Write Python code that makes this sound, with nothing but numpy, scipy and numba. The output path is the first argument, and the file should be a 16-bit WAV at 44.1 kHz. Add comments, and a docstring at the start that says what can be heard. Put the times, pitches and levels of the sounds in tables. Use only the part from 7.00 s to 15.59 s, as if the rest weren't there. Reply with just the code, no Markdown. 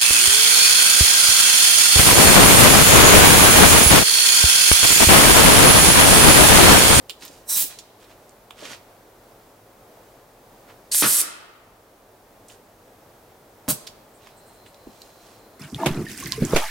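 """Over a soft rush of distant air a latch ticks, parts scrape and click, and a launcher charges with a hiss.
Its firing valve squeaks open, hisses and cracks as the skewer leaves; a balloon bursts in a pressure wave.
After more handling a puff thumps out of the barrel, then come faint chirps and a thin whistle.
Hisses are shaped noise, clicks are noise bursts that ring the parts, echoes are convolved scatter.
A limiter holds the blasts down."""
import sys
import numpy as np
from scipy import signal
from scipy.fft import rfft, irfft, next_fast_len
from scipy.io import wavfile
from scipy.ndimage import uniform_filter1d
from numba import njit

SR = 44100
rng = np.random.default_rng(int(sys.argv[2]) if len(sys.argv) > 2 else 0)


def transcribe(u):
    """Save the signal u as a 16-bit wav file named by the first command-line argument.

    u: samples, shape (n,) or (channels, n), limited to [-1, 1]; the rate is SR.
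    q: integer samples, one column per channel.
    """
    v = np.clip(np.atleast_2d(u).T, -1, 1)
    q = np.round(v * 32767).astype(np.int16)
    wavfile.write(sys.argv[1], SR, q)


N = 378995

# Barrel resonances that colour escaping air. Each row: centre in Hz, width in Hz, relative level in dB.
BARREL_RESONANCES = [(5470, 500, -17), (8130, 620, 1), (9200, 700, -2), (9800, 700, -3), (11100, 500, -2),
                     (11870, 600, 0)]


def undb(db):
    """Decibels to gain."""
    return 10 ** (np.asarray(db) / 20)


def unit(x):
    """Scale to rms 1."""
    return x / np.sqrt(np.mean(x ** 2))


def clock():
    """Time of every sample in seconds."""
    return np.arange(N) / SR


def lookup(rows, hz):
    """Interpolate (Hz, value) rows on a log-frequency axis."""
    points_hz, values = np.transpose(rows)
    return np.interp(np.log(hz), np.log(points_hz), values)


def shape(x, gain):
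    """Filter by a gain that is a function of frequency."""
    size = next_fast_len(x.shape[-1])
    hz = np.maximum(np.arange(size // 2 + 1) * SR / size, 1)
    return irfft(rfft(x, size) * gain(hz), size)[..., :x.shape[-1]]


def colour(x, rows):
    """Filter by a gain curve of (Hz, dB) rows."""
    return shape(x, lambda hz: undb(lookup(rows, hz)))


def hump(x, centre_hz, octaves):
    """Keep one band with soft skirts."""
    return shape(x, lambda hz: 1 / (1 + (np.log2(hz / centre_hz) / octaves) ** 2 / 2) ** 2)


def dull(x, corner_hz):
    """Roll off the treble, 18 dB an octave."""
    return shape(x, lambda hz: 1 / np.hypot(1, (hz / corner_hz) ** 3))


def noise(count=N):
    """White noise."""
    return rng.standard_normal(count)


def place(x, pan_db):
    """Mono to stereo with a level difference; positive favours the left."""
    return x * undb(np.array([[pan_db], [-pan_db]]) / 2)


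def add(out, s, x):
    """Mix x in at time s."""
    start = int(s * SR)
    out[..., start:start + x.shape[-1]] += x[..., :out.shape[-1] - start]


def gate(span_s, attack_s, release_s):
    """Gain that climbs its last 30 dB over the attack, holds to the span's end, then loses 30 dB per release."""
    t = clock()
    rise = np.minimum((t - span_s[0]) / attack_s - 1, 0)
    fall = np.maximum(t - span_s[1], 0) / release_s
    return undb(np.maximum(30 * (rise - fall), -200))


def bell(length_s):
    """Smooth rise and fall; each half lasts length_s, four standard deviations."""
    t = np.arange(-int(length_s * SR), int(length_s * SR)) / SR
    return np.exp(-8 * (t / length_s) ** 2)


def jet(flow, spectrum, flutter_db):
    """Turbulent air whose level follows the flow and flutters within milliseconds."""
    flutter = unit(uniform_filter1d(noise(), size=180))
    return unit(colour(noise(), spectrum)) * undb(flutter_db * flutter) * flow


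def resonant(modes):
    """Turbulence heard through steep (Hz, width Hz, dB) resonances, rms 1."""
    def gain(hz):
        return sum(undb(db) / (1 + (2 * (hz - f) / width) ** 2) ** 2 for f, width, db in modes)
    return unit(shape(noise(), gain))


def pressure_wave(length_s, low_hz=110):
    """A sudden overpressure that swings through suction back to rest; a small source radiates no deep bass."""
    t = np.arange(int(.03 * SR)) / SR / length_s
    high_pass = signal.butter(2, low_hz, "high", fs=SR, output="sos")
    return signal.sosfilt(high_pass, (1 - t) * np.exp(-t))


def strike(s, peak_db, hz, octaves, t60, skirt_db=-12, ring_db=-37):
    """One contact: a brief crack with wide skirts, whose strongest band rings the launcher's parts faintly."""
    # Ringing parts. Each row: pitch in Hz, t60 in seconds, relative level in dB.
    part_rings = [(3406, 0.042, -6.5), (3500, 0.036, -10.5), (5070, 0.038, -6.5), (6020, 0.042, -18),
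                  (7160, 0.041, 1.5), (8080, 0.0388, 6), (9700, 0.044, 6)]
    out, t = np.zeros(N), np.arange(int(.15 * SR)) / SR
    rings = sum(undb(db - 60 * t / ring_t60) * np.cos(2 * np.pi * f * t) for f, ring_t60, db in part_rings)
    body = undb(ring_db) * rings
    body[0] += 1  # direct sound
    lead_s = .005  # room for the filters to spread ahead of the contact
    contact = noise(len(t)) * undb(-60 * np.abs(t - lead_s) / t60) * (t >= lead_s)
    skirt = undb(skirt_db) * hump(contact, hz, octaves=1.9)
    hit = signal.fftconvolve(hump(contact, hz, octaves), body)[:len(t)] + skirt
    add(out, s - lead_s, hit * undb(peak_db) / np.abs(hit).max())
    return out


def forest_air(mid_db=-51, sway_db=0.47):
    """A soft rush from afar, nearly the same in both ears in the bass, swaying slightly in level."""
    # Spectrum. Each row: frequency in Hz, level in dB.
    air_spectrum = [(13, -39), (22, -9.5), (44, -1.5), (72, -11), (106, -1), (143, -7.5), (241, -5.5),
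                    (326, -4.5), (454, -2), (686, -3), (1330, -13), (2870, -23), (3200, -22.5), (8620, -26),
                    (15800, -24)]
    # Stereo width. Each row: frequency in Hz, side minus mid in dB.
    side_spectrum = [(60, -18), (110, -22), (200, -16), (380, -15.5), (700, -10.5), (1290, -4.5),
                     (2380, -2.5), (4400, -4), (8120, -3), (15000, -10.5)]
    mid = colour(noise(), air_spectrum)
    side = colour(colour(noise(), air_spectrum), side_spectrum)
    sway = unit(hump(noise(), centre_hz=1.44, octaves=0.27))
    return (mid + side * np.array([[1], [-1]])) / np.std(mid) * undb(mid_db + sway_db * sway)


def latch(start_s=.0963, gap_s=.0049, peak_db=-20.5, hz=3350, first_pan_db=-13, pan_step_db=8):
    """A latch chatters over its teeth: three evenly spaced ticks, each further to the left."""
    ticks = [strike(start_s + k * gap_s, peak_db, hz, octaves=.22, t60=.008) for k in range(3)]
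    return sum(place(tick, first_pan_db + k * pan_step_db) for k, tick in enumerate(ticks))


def scrapes(band_octaves=1.48, grit_db=3.5, hollow_db=-6.0, hollow_hz=330, top_hz=11000):
    """Sliding parts: dense tiny slips that swell and fade, and stir the hollow body."""
    # Each row: peak time in seconds, half-length in seconds, level of the main band in dB, centre in Hz.
    slides = [(0.244, 0.093, -43.5, 4400), (.34, 0.22, -54.5, 5500), (0.719, .07, -48.5, 2200),
              (1.03, .1, -57.5, 3520), (1.112, 0.067, -55, 2400), (1.611, 0.11, -47.5, 2870),
              (1.656, 0.075, -42, 2500), (1.711, .13, -42, 2970), (3.701, .06, -52.5, 1100),
              (5.521, .09, -52.5, 6030), (7.258, 0.17, -58.5, 2800), (8.03, .5, -59.5, 5350),
              (8.292, 0.28, -57.5, 4450)]
    out = np.zeros(N)
    for s, length_s, db, hz in slides:
        push = bell(length_s)
        grit = unit(uniform_filter1d(noise(len(push)), size=30))
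        slips = noise(len(push)) * undb(grit_db * grit)
        hollow = undb(hollow_db) * unit(hump(slips, hollow_hz, octaves=2.0))
        rub = unit(hump(slips, hz, band_octaves)) + hollow
        add(out, s - length_s, rub * undb(db) * push)
    return place(dull(out, top_hz), pan_db=-3.5)


def clicks(octaves_at_2khz=.9):
    """Small parts click, the higher the narrower in band; the hollow body gives dull knocks."""
    # Small parts. Each row: time in seconds, peak in dB, centre in Hz, t60 in seconds.
    small_hits = [(.223, -31, 2200, 0.033), (0.251, -23, 14500, 0.016), (0.279, -32.5, 5170, 0.034),
                  (0.7878, -26.5, 4900, 0.054), (1.2936, -37.5, 6700, 0.011), (1.5079, -25, 1650, 0.0099),
                  (1.654, -25.5, 2590, 0.028), (1.732, -28.5, 2600, 0.015), (5.484, -35.5, 7000, 0.049),
                  (5.499, -35, 2300, 0.033), (6.868, -30, 5500, .012), (6.8714, -22, 3900, 0.046),
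                  (7.271, -35, 1400, .02), (7.6624, -39, 2200, .04), (7.744, -41, 3985, 0.017),
                  (8.0185, -29, 4500, .009)]
    # Hollow body. Each row: time in seconds, peak in dB before dulling, centre in Hz, t60 in seconds.
    hollow_hits = [(.298, -34, 440, .04), (.643, -34, 258, 0.024), (1.624, -30, 470, 0.14),
                   (7.87, -30, 215, .055)]
    small = sum(strike(s, db, hz, octaves_at_2khz * np.sqrt(2000 / hz), t60) for s, db, hz, t60 in small_hits)
    hollow = sum(strike(s, db, hz, octaves=.9, t60=t60) for s, db, hz, t60 in hollow_hits)
    return place(small, pan_db=-4.0) + place(dull(hollow, corner_hz=650), pan_db=-1.0)


def charging(gap_db=-24.0, hiss_db=-26, open_db=-14):
    """The narrow valve gap sings in its resonances, then opens into a broad hiss."""
    # Gap resonances. Each row: centre in Hz, width in Hz, relative level in dB.
    gap_resonances = [(920, 70, -3.5), (3950, 490, 1), (5820, 1200, 3), (7800, 870, 1), (8600, 1600, 4.5),
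                      (10800, 2500, 0.5), (12600, 1200, 3), (14400, 1700, 0)]
    # Jet spectra, barely open and wide open. Each row: frequency in Hz, relative level in dB.
    pinched_spectrum = [(120, -74), (200, -71), (906, -24), (3120, -26.5), (3890, -20), (8050, -16),
                        (15500, -14.5)]
    open_spectrum = [(59, -63), (100, -17), (420, -23.5), (898, -20.5), (1130, -20), (9740, -2),
                     (15500, -1.5)]
    # spans: opens, starts to close
    pinched = gate((.47, .56), attack_s=.028, release_s=0.044)
    wide = gate((.545, .612), attack_s=0.026, release_s=0.078)
    singing = resonant(gap_resonances) * pinched * undb(gap_db)
    hiss = undb(hiss_db) * jet(pinched, pinched_spectrum, flutter_db=0.0)
    rush = undb(open_db) * jet(wide, open_spectrum, flutter_db=2.0)
    return place(singing + hiss + rush, pan_db=-3.0)


def shot(open_s=3.912, shut_s=4.216, full_db=-3.5, first_gap=.1, travel_s=.23, drain_db_per_s=46,
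         muzzle_s=3.9472, muzzle_db=-2.5, overtone_db=-3, barrel_db=-9, squeak_db=-2.5,
         muffled_db=-1.0, muffled_hz=9500):
    """The valve squeaks open; its hiss is muffled until the skewer cracks out, as the tank drains via the gap."""
    # Hiss. Each row: frequency in Hz, relative level in dB.
    shot_spectrum = [(88, -60), (150, -30), (445, -29), (966, -24), (1240, -19.5), (2860, -13),
                     (6230, -3.5), (6600, -4.5), (9000, 3), (12300, 1), (15500, -11.5)]
    # Valve squeaks. Each row: start in seconds, relative level in dB, first and last pitch in Hz.
    squeaks = [(3.915, -21.5, 3720, 5300), (3.921, -16.5, 3570, 5300), (3.925, -17, 7200, 9800)]
    # gap as a share of the full one; travel_s is for the whole way from shut
    gap = np.clip(first_gap + (clock() - open_s) / travel_s, 0, 1)
    gap = gap * gate((open_s, shut_s), attack_s=.0055, release_s=.0055)
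    drained_db = drain_db_per_s * np.cumsum(gap) / SR
    flow = gap * undb(full_db - drained_db)
    free = jet(flow, shot_spectrum, flutter_db=1.4) + undb(barrel_db) * resonant(BARREL_RESONANCES) * flow
    muffled = undb(muffled_db) * dull(free, muffled_hz)
    out = np.where(clock() < muzzle_s, muffled, free)
    window = np.hanning(int(.004 * SR))
    for s, db, start_hz, end_hz in squeaks:
        phase = 2 * np.pi * np.cumsum(np.linspace(start_hz, end_hz, len(window))) / SR
        tone = np.sin(phase) + undb(overtone_db) * np.sin(2 * phase)
        add(out, s, undb(db + squeak_db) * window * tone)
    crack = strike(muzzle_s, muzzle_db, 4500, octaves=2.2, t60=.005)
    return place(out + crack, pan_db=-2.0)


def balloon(pop_s=4.022, snap_db=-4, flap_db=-5.0, flap_s=0.019, fade_t60=0.13,
            box_db=-15, box_hz=250, box_t60=0.096):
    """The skin rips with one pressure wave; the rubber slaps the cardboard box, which booms briefly."""
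    # Rubber slaps. Each row: frequency in Hz, relative level in dB.
    flap_spectrum = [(82, -26), (140, -2.5), (293, -3), (789, -12.5), (1310, -3.5), (1870, -6),
                     (2230, -11.5), (2780, -9.5), (4310, -11.5), (6000, -14), (7800, -33), (13200, -120)]
    t = np.arange(int(.3 * SR)) / SR
    after_s = np.maximum(t - flap_s, 0)
    flaps = unit(colour(noise(len(t)), flap_spectrum)) * undb(-60 * after_s / fade_t60)
    box = unit(hump(noise(len(t)), box_hz, octaves=0.7)) * undb(-60 * after_s / box_t60)
    out = np.zeros(N)
    add(out, pop_s, -undb(snap_db) * pressure_wave(length_s=0.00054, low_hz=172))  # inverted
    add(out, pop_s + 0.00202, undb(flap_db) * flaps + undb(box_db) * box)
    return place(out, pan_db=-1.5)


def puff(hiss_db=-19, ring_db=-25, front_db=-14, thump_db=-13, thump_hz=250, thump_t60=0.02,
         barrel_db=-26.5, barrel_hz=155, barrel_t60=0.2):
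    """A pressure front leaves the empty barrel, the air column thumps, and the rest hisses out."""
    # Hiss. Each row: frequency in Hz, relative level in dB.
    puff_spectrum = [(47, -33), (80, -3), (466, -7.5), (607, -1), (809, -12.5), (1500, -8.5), (1670, -16.5),
                     (9980, -5.5), (15500, -7)]
    flow = gate((6.682, 6.711), attack_s=0.0045, release_s=0.045)  # opens, starts to close
    out = undb(hiss_db) * jet(flow, puff_spectrum, flutter_db=1.0)
    out = out + undb(ring_db) * resonant(BARREL_RESONANCES) * flow
    t = np.arange(int(.3 * SR)) / SR
    swell = 1 - np.exp(-t * thump_hz * 2)
    thump = np.sin(2 * np.pi * thump_hz * t) * swell * undb(-60 * t / thump_t60)
    boom = unit(hump(noise(len(t)), barrel_hz, octaves=0.55)) * swell * undb(-60 * t / barrel_t60)
    add(out, 6.6812, undb(front_db) * pressure_wave(length_s=0.00062))
    add(out, 6.6833, undb(thump_db) * thump)
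    add(out, 6.684, undb(barrel_db) * boom)
    return place(out, pan_db=-2.4)


def chirps(pitch_hz=8200, length_s=.065):
    """Faint, airy notes on one very high pitch, perhaps a small bird: narrow noise under a bell."""
    # Each row: peak time in seconds, level in dB.
    chirp_notes = [(7.16, -60.5), (7.385, -59.5), (7.485, -59.5), (7.548, -62), (7.68, -61)]
    out, note = np.zeros(N), bell(length_s)
    for s, db in chirp_notes:
        add(out, s - length_s, undb(db) * note * unit(hump(noise(len(note)), pitch_hz, octaves=0.23)))
    return place(out, pan_db=-3)


def whistle(level_db=-68, pitch_hz=4130, upper_hz=5000, upper_db=-9):
    """A thin, airy tone with a weaker one above it, both narrow noise; their level wavers."""
    waver = undb(1.5 * unit(hump(noise(), centre_hz=9, octaves=0.8)))
    low = unit(hump(noise(), pitch_hz, octaves=.07))
    high = unit(hump(noise(), upper_hz, octaves=.07))
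    swell = gate((7.15, 8.3), attack_s=.22, release_s=2.4)  # starts, begins to fade
    tone = (low + undb(upper_db) * high) * swell * undb(level_db)
    return place(tone * waver, pan_db=0)


def outdoors(blasts, handling, near_db=-5, near_t60=0.15, build_s=0.02, handling_echo_db=-4,
             forest_pan_db=1.5):
    """Close surfaces scatter sparse early echoes; trunks and crowns return a long tail that loses its treble."""
    # Tail decay. Each row: frequency in Hz, t60 in seconds.
    forest_t60 = [(150, 0.7), (1400, 1.21), (3000, 0.98), (6000, 0.51), (10000, 0.37), (15000, 0.37)]
    # Tail spectrum. Each row: frequency in Hz, level in dB.
    forest_echo = [(100, -27.5), (600, -9.5), (1400, -13), (4000, -12.5), (9000, -15), (15000, -26)]
    t = np.arange(int(1.3 * SR)) / SR
    sparse = rng.standard_normal((2, len(t))) * (rng.random((2, len(t))) < .06)
    near = undb(near_db) * unit(sparse * undb(-60 * t / near_t60) * (t > .001)) / np.sqrt(len(t))
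    # long waves reach both ears alike
    near = near[0] + shape(near - near[0], lambda hz: hz / np.hypot(hz, 400))
    scatter, far = rng.standard_normal((2, len(t))), 0
    for centre_hz in 62.5 * 2 ** np.arange(0, 8.5, .5):
        band = shape(scatter, lambda hz: np.maximum(1 - 2 * np.abs(np.log2(hz / centre_hz)), 0))
        fade = undb(-60 * t / lookup(forest_t60, centre_hz)) * (1 - np.exp(-t / build_s))
        far = far + band * unit(fade) / np.sqrt(len(t)) * undb(lookup(forest_echo, centre_hz))
    direct = blasts + handling
    # the blasts are aimed at the trees, so they stir the long tail most
    to_trees = blasts + undb(handling_echo_db) * handling
    tail = signal.fftconvolve(to_trees, place(far, forest_pan_db), axes=1)
    return direct + (signal.fftconvolve(direct, near, axes=1) + tail)[:, :N]


def ear_phase(x, spread_rad=0.31, corner_hz=400):
    """Left and right differ in phase by a random ripple over frequency that shrinks in the bass."""
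    points_hz = np.linspace(0, SR / 2, 130)
    ripple_rad = spread_rad * noise(len(points_hz))
    sides = np.array([[1], [-1]])

    def turn(hz):
        return np.exp(1j * sides * np.interp(hz, points_hz, ripple_rad) * hz / np.hypot(hz, corner_hz))
    return shape(x, turn)


def scene():
    """Launcher and balloon among the trees."""
    blasts = charging() + shot() + balloon() + puff()
    handling = latch() + clicks() + scrapes() + chirps() + whistle()
    return ear_phase(outdoors(blasts, handling)) + forest_air()


@njit
def follow(x, attack_s, release_s):
    """Envelope that rises and falls at different speeds."""
    out, e = np.empty(len(x)), 0.
    for i in range(len(x)):
        e += (x[i] - e) / (SR * (attack_s if x[i] > e else release_s))
        out[i] = e
    return out


def record(dry, limit_db=-16.0, release_s=0.0064, hold_share=0.47, recover_s=1.0, top_hz=15850):
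    """A fast limiter flattens the blasts; part of its gain comes back only slowly. The top is cut."""
    power = uniform_filter1d(np.mean(dry ** 2, axis=0), size=64)
    level_db = 10 * np.log10(np.maximum(power, 1e-12))
    fast_db = follow(np.maximum(level_db - limit_db, 0), 0.00071, float(release_s))
    slow_db = follow(hold_share * fast_db, 0.06, float(recover_s))
    limited = dry * undb(-np.maximum(fast_db, slow_db))
    return signal.sosfilt(signal.ellip(12, .1, 80, top_hz, fs=SR, output="sos"), limited)


dry = scene()
out = record(dry)
transcribe(out)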